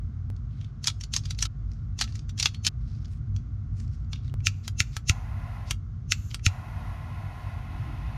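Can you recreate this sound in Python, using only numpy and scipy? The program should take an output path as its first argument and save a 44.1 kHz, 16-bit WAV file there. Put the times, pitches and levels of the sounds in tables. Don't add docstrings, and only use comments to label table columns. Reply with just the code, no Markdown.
import sys
import numpy as np
from scipy import signal
from scipy.fft import rfft, irfft, next_fast_len
from scipy.io import wavfile
from scipy.ndimage import map_coordinates

SR = 44100
rng = np.random.default_rng(int(sys.argv[2]) if len(sys.argv) > 2 else 0)


def generate_wav(sig):
    pcm = np.round(np.clip(np.atleast_2d(sig).T, -1, 1) * 32767).astype(np.int16)
    wavfile.write(sys.argv[1], SR, pcm)


N = 360297
TIME = np.arange(N) / SR
AGE = np.arange(SR // 3) / SR
TOP_HZ = 15850

# cam trip in seconds, trip level in dB, jaw slam in seconds, slam level in dB,
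# slam ring centre in Hz, slam low knock in dB, rebound level in dB, settling level in dB (levels relative).
STRIPPER_SNAPS = [(0.8422, -17.5, 0.8722, -6, 6210, -4.5, -10.5, -23),
                  (1.1378, -10.5, 1.1638, -6.5, 6370, 0.5, -29, -35.5),
                  (1.3887, -20, 1.4253, -6.5, 5750, -0.5, -26.5, -17.5),
                  (1.9899, -18, 2.0117, -8, 6380, 11.5, -12, -22.5),
                  (2.378, -28, 2.3985, -9.5, 5420, 0.5, -18.5, -22),
                  (2.4273, -7.5, 2.4572, -3.5, 3677, 7.5, -18.5, -32.5),
                  (2.648, -15, 2.6665, -4.5, 4190, -5, -11.5, -37)]
# start in seconds, relative level in dB, ring centre in Hz.
JAW_CLINKS = [(1.01, -24, 5500), (1.037, -24, 4400), (1.2553, -26.5, 4850), (1.3067, -19.5, 3940),
              (2.1545, -30.5, 4800), (2.2933, -31, 3700), (2.546, -28.5, 3200)]
CUTS_S = [1.471, 2.689]
# start in seconds, pitch in Hz, level in dB,
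# 60 dB decay time in seconds.
SINGING_SPRING = (2.457, 4409, -58, .9)
REBOUND_DELAY_S, SETTLE_DELAY_S = 0.0083, 0.028
SLIDE_DB = -25
# centre in Hz, low knock in dB, rattle 60 dB decay time in seconds
TRIP_RING, SLIDE_RING = (4700, -1.8, 0.033), (5100, 3, 0.028)
REBOUND_RING, SETTLE_RING = (4200, 2.3, 0.032), (3900, 7.1, 0.028)


def stripper():
    out = np.zeros(N)
    for start_s, db, centre_hz in JAW_CLINKS:
        out += jaw_contact(start_s, db, centre_hz, knock_db=0, t60_s=0.03)
    for trip_s, trip_db, slam_s, slam_db, centre_hz, knock_db, rebound_db, settle_db in STRIPPER_SNAPS:
        chain = jaw_contact(trip_s, trip_db, *TRIP_RING)
        chain += jaw_contact((trip_s + slam_s) / 2, SLIDE_DB, *SLIDE_RING)
        chain += jaw_contact(slam_s, slam_db, centre_hz, knock_db, t60_s=0.025)
        chain += jaw_contact(slam_s + REBOUND_DELAY_S, rebound_db, *REBOUND_RING)
        chain += jaw_contact(slam_s + SETTLE_DELAY_S, settle_db, *SETTLE_RING)
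        cut_s = min(cut for cut in CUTS_S if cut > slam_s)
        out += chain * (TIME < cut_s)
    start_s, hz, db, t60_s = SINGING_SPRING
    tone = np.sin(2 * np.pi * hz * AGE) * amp(db - 60 * AGE / t60_s)
    add(out, start_s, tone * (start_s + AGE < CUTS_S[-1]))
    return out


def jaw_contact(start_s, db, centre_hz, knock_db, t60_s):
    out = np.zeros(N)
    hit = clack(centre_hz, knock_db, t60_s, focus_db=5.5, crack_db=-19.0, top_loss_db=3.5)
    room = footwell(hit, near_db=-6.5, near_t60_s=0.071, far_db=-27.5, far_t60_s=0.35)
    add(out, start_s, amp(db + 10.5) * room)
    add(out, *lead_in(start_s, db - 3.5, t60_s=0.042))
    return out


# frequency in Hz, relative level in dB.
CONTACT_SPECTRUM = [(120, -24.5), (280, -13), (550, -21.5), (950, -11.5), (1500, -7), (3000, -2),
                    (6500, -1.5), (7300, -5.5), (8000, -12.5), (10500, -16.5), (12500, -21), (15500, -39)]
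# frequency in Hz, width in Hz, mean height in dB.
STEEL_MODES = [(1320, 44, 6.5), (2360, 140, 0.59), (3350, 250, 1.7), (4393, 63, 2.7), (5800, 180, 2.9),
               (7000, 79, 1.4), (8340, 260, 5)]


def clack(centre_hz, knock_db, t60_s, focus_db, crack_db, top_loss_db):
    push = burst(t60_s) + amp(crack_db) * (AGE == 0)
    modes = [(hz, width, db + 3 * rng.normal()) for hz, width, db in STEEL_MODES]
    steel = shape(CONTACT_SPECTRUM, modes + [(centre_hz, 220, 6)])

    def db_of(hz):
        knock = knock_db / (1 + (hz / 2200) ** 2)
        top_loss = top_loss_db * (hz / TOP_HZ) ** 2
        return steel(hz) + focus_db * focus(hz, centre_hz) + knock - top_loss

    return energy_one(colour(push, db_of))


# frequency in Hz, relative level in dB.
LEAD_IN_SPECTRUM = [(1000, -30.5), (2000, -16.5), (2700, -5.5), (3500, -9), (4900, -6.5), (5600, -3.5),
                    (7200, -6), (8100, -22), (9800, -27.5), (12500, -26), (15000, -47.5)]
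# frequency in Hz, width in Hz, height in dB.
LEAD_IN_MODES = [(2680, 50, 6), (4080, 190, 5), (5400, 240, 5), (6190, 200, 12), (7250, 53, 2.4),
                 (6700, 390, 6), (9750, 540, 19)]


def lead_in(contact_s, db, t60_s):
    ringing = colour(burst(t60_s), shape(LEAD_IN_SPECTRUM, LEAD_IN_MODES))[:SR // 10]
    return contact_s - len(ringing) / SR, amp(db) * energy_one(ringing[::-1])


# press in seconds, release in seconds, gas thump in dB, gas flow in dB,
# trigger click in relative dB, lit (0 or 1).
LIGHTER_TRIES = [(4.47, 4.679, -21, -74, -20, 0), (4.804, 4.967, -17.5, -68.5, -18, 0),
                 (5.0965, 5.709, -10, -50, -12, 1), (6.1214, 6.345, -36, -59.5, -18.5, 0),
                 (6.4645, 8.3, -9.5, -48.5, -18, 1)]
# frequency in Hz, relative level in dB.
HAMMER_SPECTRUM = [(300, -19), (800, -43), (1120, -41.5), (1330, -2), (1600, -8.5), (2400, 0), (2700, 5),
                   (3100, -7.5), (6300, -5.5), (7300, -8), (8200, -21.5), (10800, -36), (12300, -24.5),
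                   (15000, -43.5)]
HAMMER_DB = -3.5


def lighter():
    out = np.zeros(N)
    for press_s, release_s, thump_db, _, click_db, _ in LIGHTER_TRIES:
        snap = energy_one(colour((AGE == 0) + amp(-6) * burst(0.013), shape(HAMMER_SPECTRUM)))
        snap = footwell(snap, near_db=-10, near_t60_s=0.074, far_db=-27, far_t60_s=0.47)
        add(out, press_s, amp(HAMMER_DB + 10.5) * snap)

        case = clack(5500, knock_db=-2, t60_s=0.041, focus_db=0.0, crack_db=-23, top_loss_db=-3.0)
        case = footwell(case, near_db=-6, near_t60_s=0.063, far_db=-25.5, far_t60_s=0.21)
        add(out, press_s + 0.0016, amp(HAMMER_DB - 4.0) * case)
        add(out, *lead_in(press_s, HAMMER_DB + 3.5, t60_s=0.048))

        thump = np.sin(2 * np.pi * 94 * AGE) * amp(-60 * AGE / 0.12) * (1 - np.exp(-AGE / 0.0013))
        add(out, press_s + 0.0018, amp(thump_db) * thump)

        click = clack(3200, knock_db=10.5, t60_s=0.028, focus_db=-1.0, crack_db=-5.5, top_loss_db=-10.5)
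        click = footwell(click, near_db=-11.5, near_t60_s=0.089, far_db=-29.5, far_t60_s=0.21)
        add(out, release_s, amp(click_db + 12.0) * click)
        add(out, *lead_in(release_s, click_db - 5, t60_s=0.041))
    return out


# frequency in Hz, relative level in dB.
HISS_SPECTRUM = [(710, -47.5), (1200, 2), (1380, 3), (2260, -14), (2650, -11), (5550, -5), (7170, 2),
                 (8880, -23), (12400, -6.5), (15500, -35)]
FLAME_SPECTRUM = [(250, -41), (420, -12), (535, -9), (723, 3.5), (921, -2.5), (1040, 2.5), (1170, -5),
                  (1410, 0.5), (1820, -8.5), (2080, -9), (3270, -20), (6270, -26), (7740, -30),
                  (12200, -29), (15500, -47)]
# frequency in Hz, width in Hz, height in dB.
COLD_NOZZLE_MODES = [(2680, 90, 3), (6260, 250, 8.5), (6900, 500, 5), (12400, 700, 3)]
LIT_NOZZLE_MODES = [(748, 99, 0.5), (1056, 58, 3.5), (1168, 20, -20), (1322, 42, -4), (1550, 100, -12.5),
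                    (1797, 19, -14), (1990, 270, 5), (2370, 78, -5.5), (2560, 180, 5), (7840, 720, -9)]
# time in seconds, level in dB.
FLUTTER_LEVEL = [(6.45, -88.5), (6.6, -61.5), (7.65, -59), (7.85, -49.5), (8.17, -61)]
OPEN_LAG_S, SHUT_LAG_S = 0.007, 0.012


def jet():
    hiss = noise(shape(HISS_SPECTRUM, COLD_NOZZLE_MODES))
    roar = noise(shape(FLAME_SPECTRUM, LIT_NOZZLE_MODES))
    roar = panels(roar, strength=0.085, drift_s=0.00007, count=12)
    bright = unit(colour(roar, lambda hz: 5 * focus(hz, 3400)))
    flicker = amp(0.61 * wobble(9))
    out = np.zeros(N)
    for press_s, release_s, _, flow_db, _, lit in LIGHTER_TRIES:
        heat = np.clip((TIME - press_s) / 1.9, 0, 1)
        flame = flicker * ((1 - heat) * roar + heat * bright)
        gate = valve(press_s + OPEN_LAG_S, release_s + SHUT_LAG_S)
        out += amp(flow_db) * gate * (flame if lit > 0.5 else hiss)
    flutter = noise(shape([(150, -25), (250, -0.5), (300, 1.0), (420, -16.5), (900, -67.0)]))
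    return out + amp(curve(FLUTTER_LEVEL)) * flutter


def panels(x, strength, drift_s, count):
    upper = colour(x, shape([(1500, -20), (3000, 0)]))
    reflections = np.zeros(N)
    for _ in range(count):
        sign = np.sign(rng.normal())
        delay_s = rng.uniform(0.0006, 0.005) + drift_s * wobble(1.5)
        reflections += sign * np.interp(TIME - delay_s, TIME, upper)
    return unit(x + strength * reflections)


def valve(start_s, stop_s):
    return np.clip((TIME - start_s) / 0.0084, 0, 1) * np.clip((stop_s - TIME) / 0.004, 0, 1)


# start in seconds, end in seconds, level before fading in dB, centre in Hz.
RUB_STROKES = [(0.482, 0.726, -68, 3330), (1.207, 1.371, -58.5, 4600), (1.62, 1.878, -75.5, 4720),
               (2.037, 2.214, -59, 5320), (2.775, 3.098, -66.5, 4900), (3.082, 3.193, -66, 9870),
               (3.722, 3.895, -65.5, 7340), (3.856, 4.067, -70, 6130), (4.215, 4.31, -65, 4140)]
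# frequency in Hz, relative level in dB.
RUSTLE_SPECTRUM = [(1060, -49), (1800, -4.5), (1980, -7.5), (2290, -5), (2880, -8), (5410, -8),
                   (12600, -29.5), (15000, -35.5)]
THUMB_S, THUMB_DB = 0.052, -55


def rustle():
    out = np.zeros(N)
    grains = rng.standard_normal(N) * amp(2.7 * wobble(760) + 2.8 * wobble(45))
    thumb = [(release_s - THUMB_S, release_s, THUMB_DB, 4700)
             for _, release_s, *_ in LIGHTER_TRIES if release_s < TIME[-1]]
    rub_db = shape(RUSTLE_SPECTRUM)
    for start_s, stop_s, db, centre_hz in RUB_STROKES + thumb:
        length = max(round((stop_s - start_s) * SR), 256)
        rub = grains[round(start_s * SR):][:length]
        rub = unit(colour(rub, lambda hz: rub_db(hz) + 8 * focus(hz, centre_hz)))
        add(out, start_s, amp(db) * rub * np.sin(np.linspace(0, np.pi, len(rub))))
    return out


# start in seconds, relative level in dB, ring centre in Hz.
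WIRE_TICKS = [(0.3644, -47.5, 4620), (0.6128, -40.5, 3350), (0.6457, -40, 3500), (1.2374, -39, 4600),
              (1.3481, -40, 4500), (1.717, -43.5, 5830), (2.0773, -36.5, 2540), (2.1927, -35, 5400),
              (3.056, -41, 4870), (3.364, -34.5, 5670), (3.7998, -41.5, 5230), (4.132, -22, 3700),
              (4.159, -37, 2710), (4.28, -43, 4030), (4.4047, -43.5, 2460), (6.3132, -32.5, 3100),
              (6.395, -40, 2070)]
# start in seconds, peak in dB.
DULL_POPS = [(.302, -32), (4.341, -28)]


def ticks():
    out = np.zeros(N)
    for start_s, db, centre_hz in WIRE_TICKS + snags():
        hit = clack(centre_hz, knock_db=15, t60_s=0.021, focus_db=9.5, crack_db=-2.0, top_loss_db=5.0)
        hit = footwell(hit, near_db=-10.0, near_t60_s=0.22, far_db=-20.5, far_t60_s=0.3)
        add(out, start_s, amp(db + 11.5) * hit)
        add(out, *lead_in(start_s, db - 4.0, t60_s=0.06))
    for start_s, db in DULL_POPS:
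        add(out, start_s, amp(db - 60 * AGE / 0.023))
    return out


SNAGS_PER_S, SNAG_DB, SNAG_SPREAD_DB = 10, 16.5, 8


def snags():
    rows = []
    for start_s, stop_s, db, centre_hz in RUB_STROKES:
        length_s = stop_s - start_s
        for place, strength, pitch in rng.uniform(-1, 1, (round(SNAGS_PER_S * length_s), 3)):
            snag_s = start_s + length_s * (1 + place) / 2
            snag_db = db + SNAG_DB + SNAG_SPREAD_DB * strength
            rows.append((snag_s, snag_db, centre_hz * 2 ** (pitch / 2)))
    return rows


# time in seconds, level in dB.
RUMBLE_LEVEL = [(0, -31.5), (0.8, -34), (1.3, -33.5), (2.0, -33), (2.6, -32), (3.3, -31), (3.8, -32),
                (4.8, -33), (5.7, -33.5), (6.2, -32.5), (7.0, -35), (8.17, -32.5)]
# frequency in Hz, relative level in dB.
RUMBLE_SPECTRUM = [(12, -51.5), (20, -28), (29, -14), (38, -13.5), (54, 3.5), (70, -5.5), (97, 2.5),
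                   (155, -9.5), (179, -24), (203, -19.5), (219, -14.5), (249, -28.5), (283, -24.5),
                   (321, -36.5), (420, -43), (550, -63.5), (920, -120)]
AIR_SPECTRUM = [(220, -21), (380, -4), (423, -4), (603, -13), (682, -4.5), (942, -15.5), (1060, -7),
                (1400, -6), (1800, -18), (2130, -15), (2720, -39.5), (9310, -46), (10400, -51),
                (15000, -59)]
# frequency in Hz, width in Hz, height in dB.
CABIN_MODES = [(21.8, 6.7, -9), (52, 9, 0.5), (65.4, 22, 1), (95.5, 4.2, 4), (152, 10, 3.5), (195, 24, -1),
               (227.1, 12, 4.5)]


def background():
    level_db = curve(RUMBLE_LEVEL) + 1 * wobble(6.3)
    rumble = amp(level_db) * noise(shape(RUMBLE_SPECTRUM, CABIN_MODES))
    air = amp(-65.5) * noise(shape(AIR_SPECTRUM))
    hiss = noise(shape([(1500, -14.0), (2500, 2.0), (6500, 0), (8200, -16.0), (14000, -31.5)]))
    return rumble + air + amp(-76.5) * hiss


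# centre in seconds, time from centre to 1/e in seconds, pitch in Hz, peak in dB.
DEEP_BOOM = (1.65, .1, 51, -29)


def boom():
    centre_s, half_s, hz, db = DEEP_BOOM
    return amp(db) * np.sin(2 * np.pi * hz * TIME) * np.exp(-((TIME - centre_s) / half_s) ** 2)


def footwell(x, near_db, near_t60_s, far_db, far_t60_s):
    tail = amp(near_db) * burst(near_t60_s) + amp(far_db) * burst(far_t60_s)
    return x + signal.fftconvolve(x, tail)[:len(x)]


def burst(t60_s):
    return energy_one(rng.standard_normal(len(AGE)) * np.exp(-np.log(1000) * AGE / max(t60_s, 1e-3)))


def noise(db_of):
    length = 10 * SR
    spectrum = rfft(rng.standard_normal(length)) * amp(db_of(np.fft.rfftfreq(length, 1 / SR)))
    return unit(irfft(spectrum)[:N])


def colour(x, db_of):
    m = 2 * next_fast_len(len(x) // 2 + 2048)
    cepstrum = irfft(np.log(amp(db_of(np.fft.rfftfreq(m, 1 / SR))) + 1e-6))
    cepstrum[1:m // 2] *= 2
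    cepstrum[m // 2 + 1:] = 0
    return irfft(rfft(x, m) * np.exp(rfft(cepstrum)))[:len(x)]


def shape(points, resonances=()):
    f, db = np.transpose(points)

    def db_of(hz):
        bumps = sum(g / (1 + (2 * (hz - c) / w) ** 2) for c, w, g in resonances)
        return np.interp(np.log(hz + 1), np.log(f), db) + bumps

    return db_of


def focus(hz, centre_hz):
    return np.exp(-(np.log2((hz + 1) / centre_hz) / 0.63) ** 2)


def wobble(knots_per_s):
    knots = rng.standard_normal(int(N * knots_per_s / SR) + 4)
    return map_coordinates(knots, [TIME * knots_per_s])


def curve(rows):
    return np.interp(TIME, *np.transpose(rows))


def amp(db):
    return 10 ** (np.asarray(db) / 20)


def unit(x):
    return x / np.sqrt(np.mean(x ** 2) + 1e-20)


def energy_one(x):
    return x / np.linalg.norm(x)


def add(track, start_s, x):
    start = max(round(start_s * SR), 0)
    part = track[start:start + len(x)]
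    part += x[:len(part)]


# frequency in Hz, side over mid in dB.
SIDE_OVER_MID = [(60, -82), (110, -78), (200, -49.5), (380, -37), (700, -37), (1290, -46), (2380, -42.5),
                 (4400, -33.5), (8120, -25.5), (15000, 1.5)]


def scene():
    mix = stripper() + lighter() + jet() + rustle() + ticks() + background() + boom()
    m = next_fast_len(N + SR // 2)
    side_gain = amp(shape(SIDE_OVER_MID)(np.fft.rfftfreq(m, 1 / SR)))
    side = irfft(rfft(mix, m) * 1j * side_gain, m)[:N]
    return np.array([mix + side, mix - side])


def record(dry):
    rounded = dry / (1 + (dry / 0.85) ** 6) ** (1 / 6)
    m = next_fast_len(N + SR // 2)
    in_band = np.fft.rfftfreq(m, 1 / SR) < TOP_HZ
    return irfft(rfft(rounded, m) * in_band, m)[:, :N]


dry = scene()
out = record(dry)
generate_wav(out)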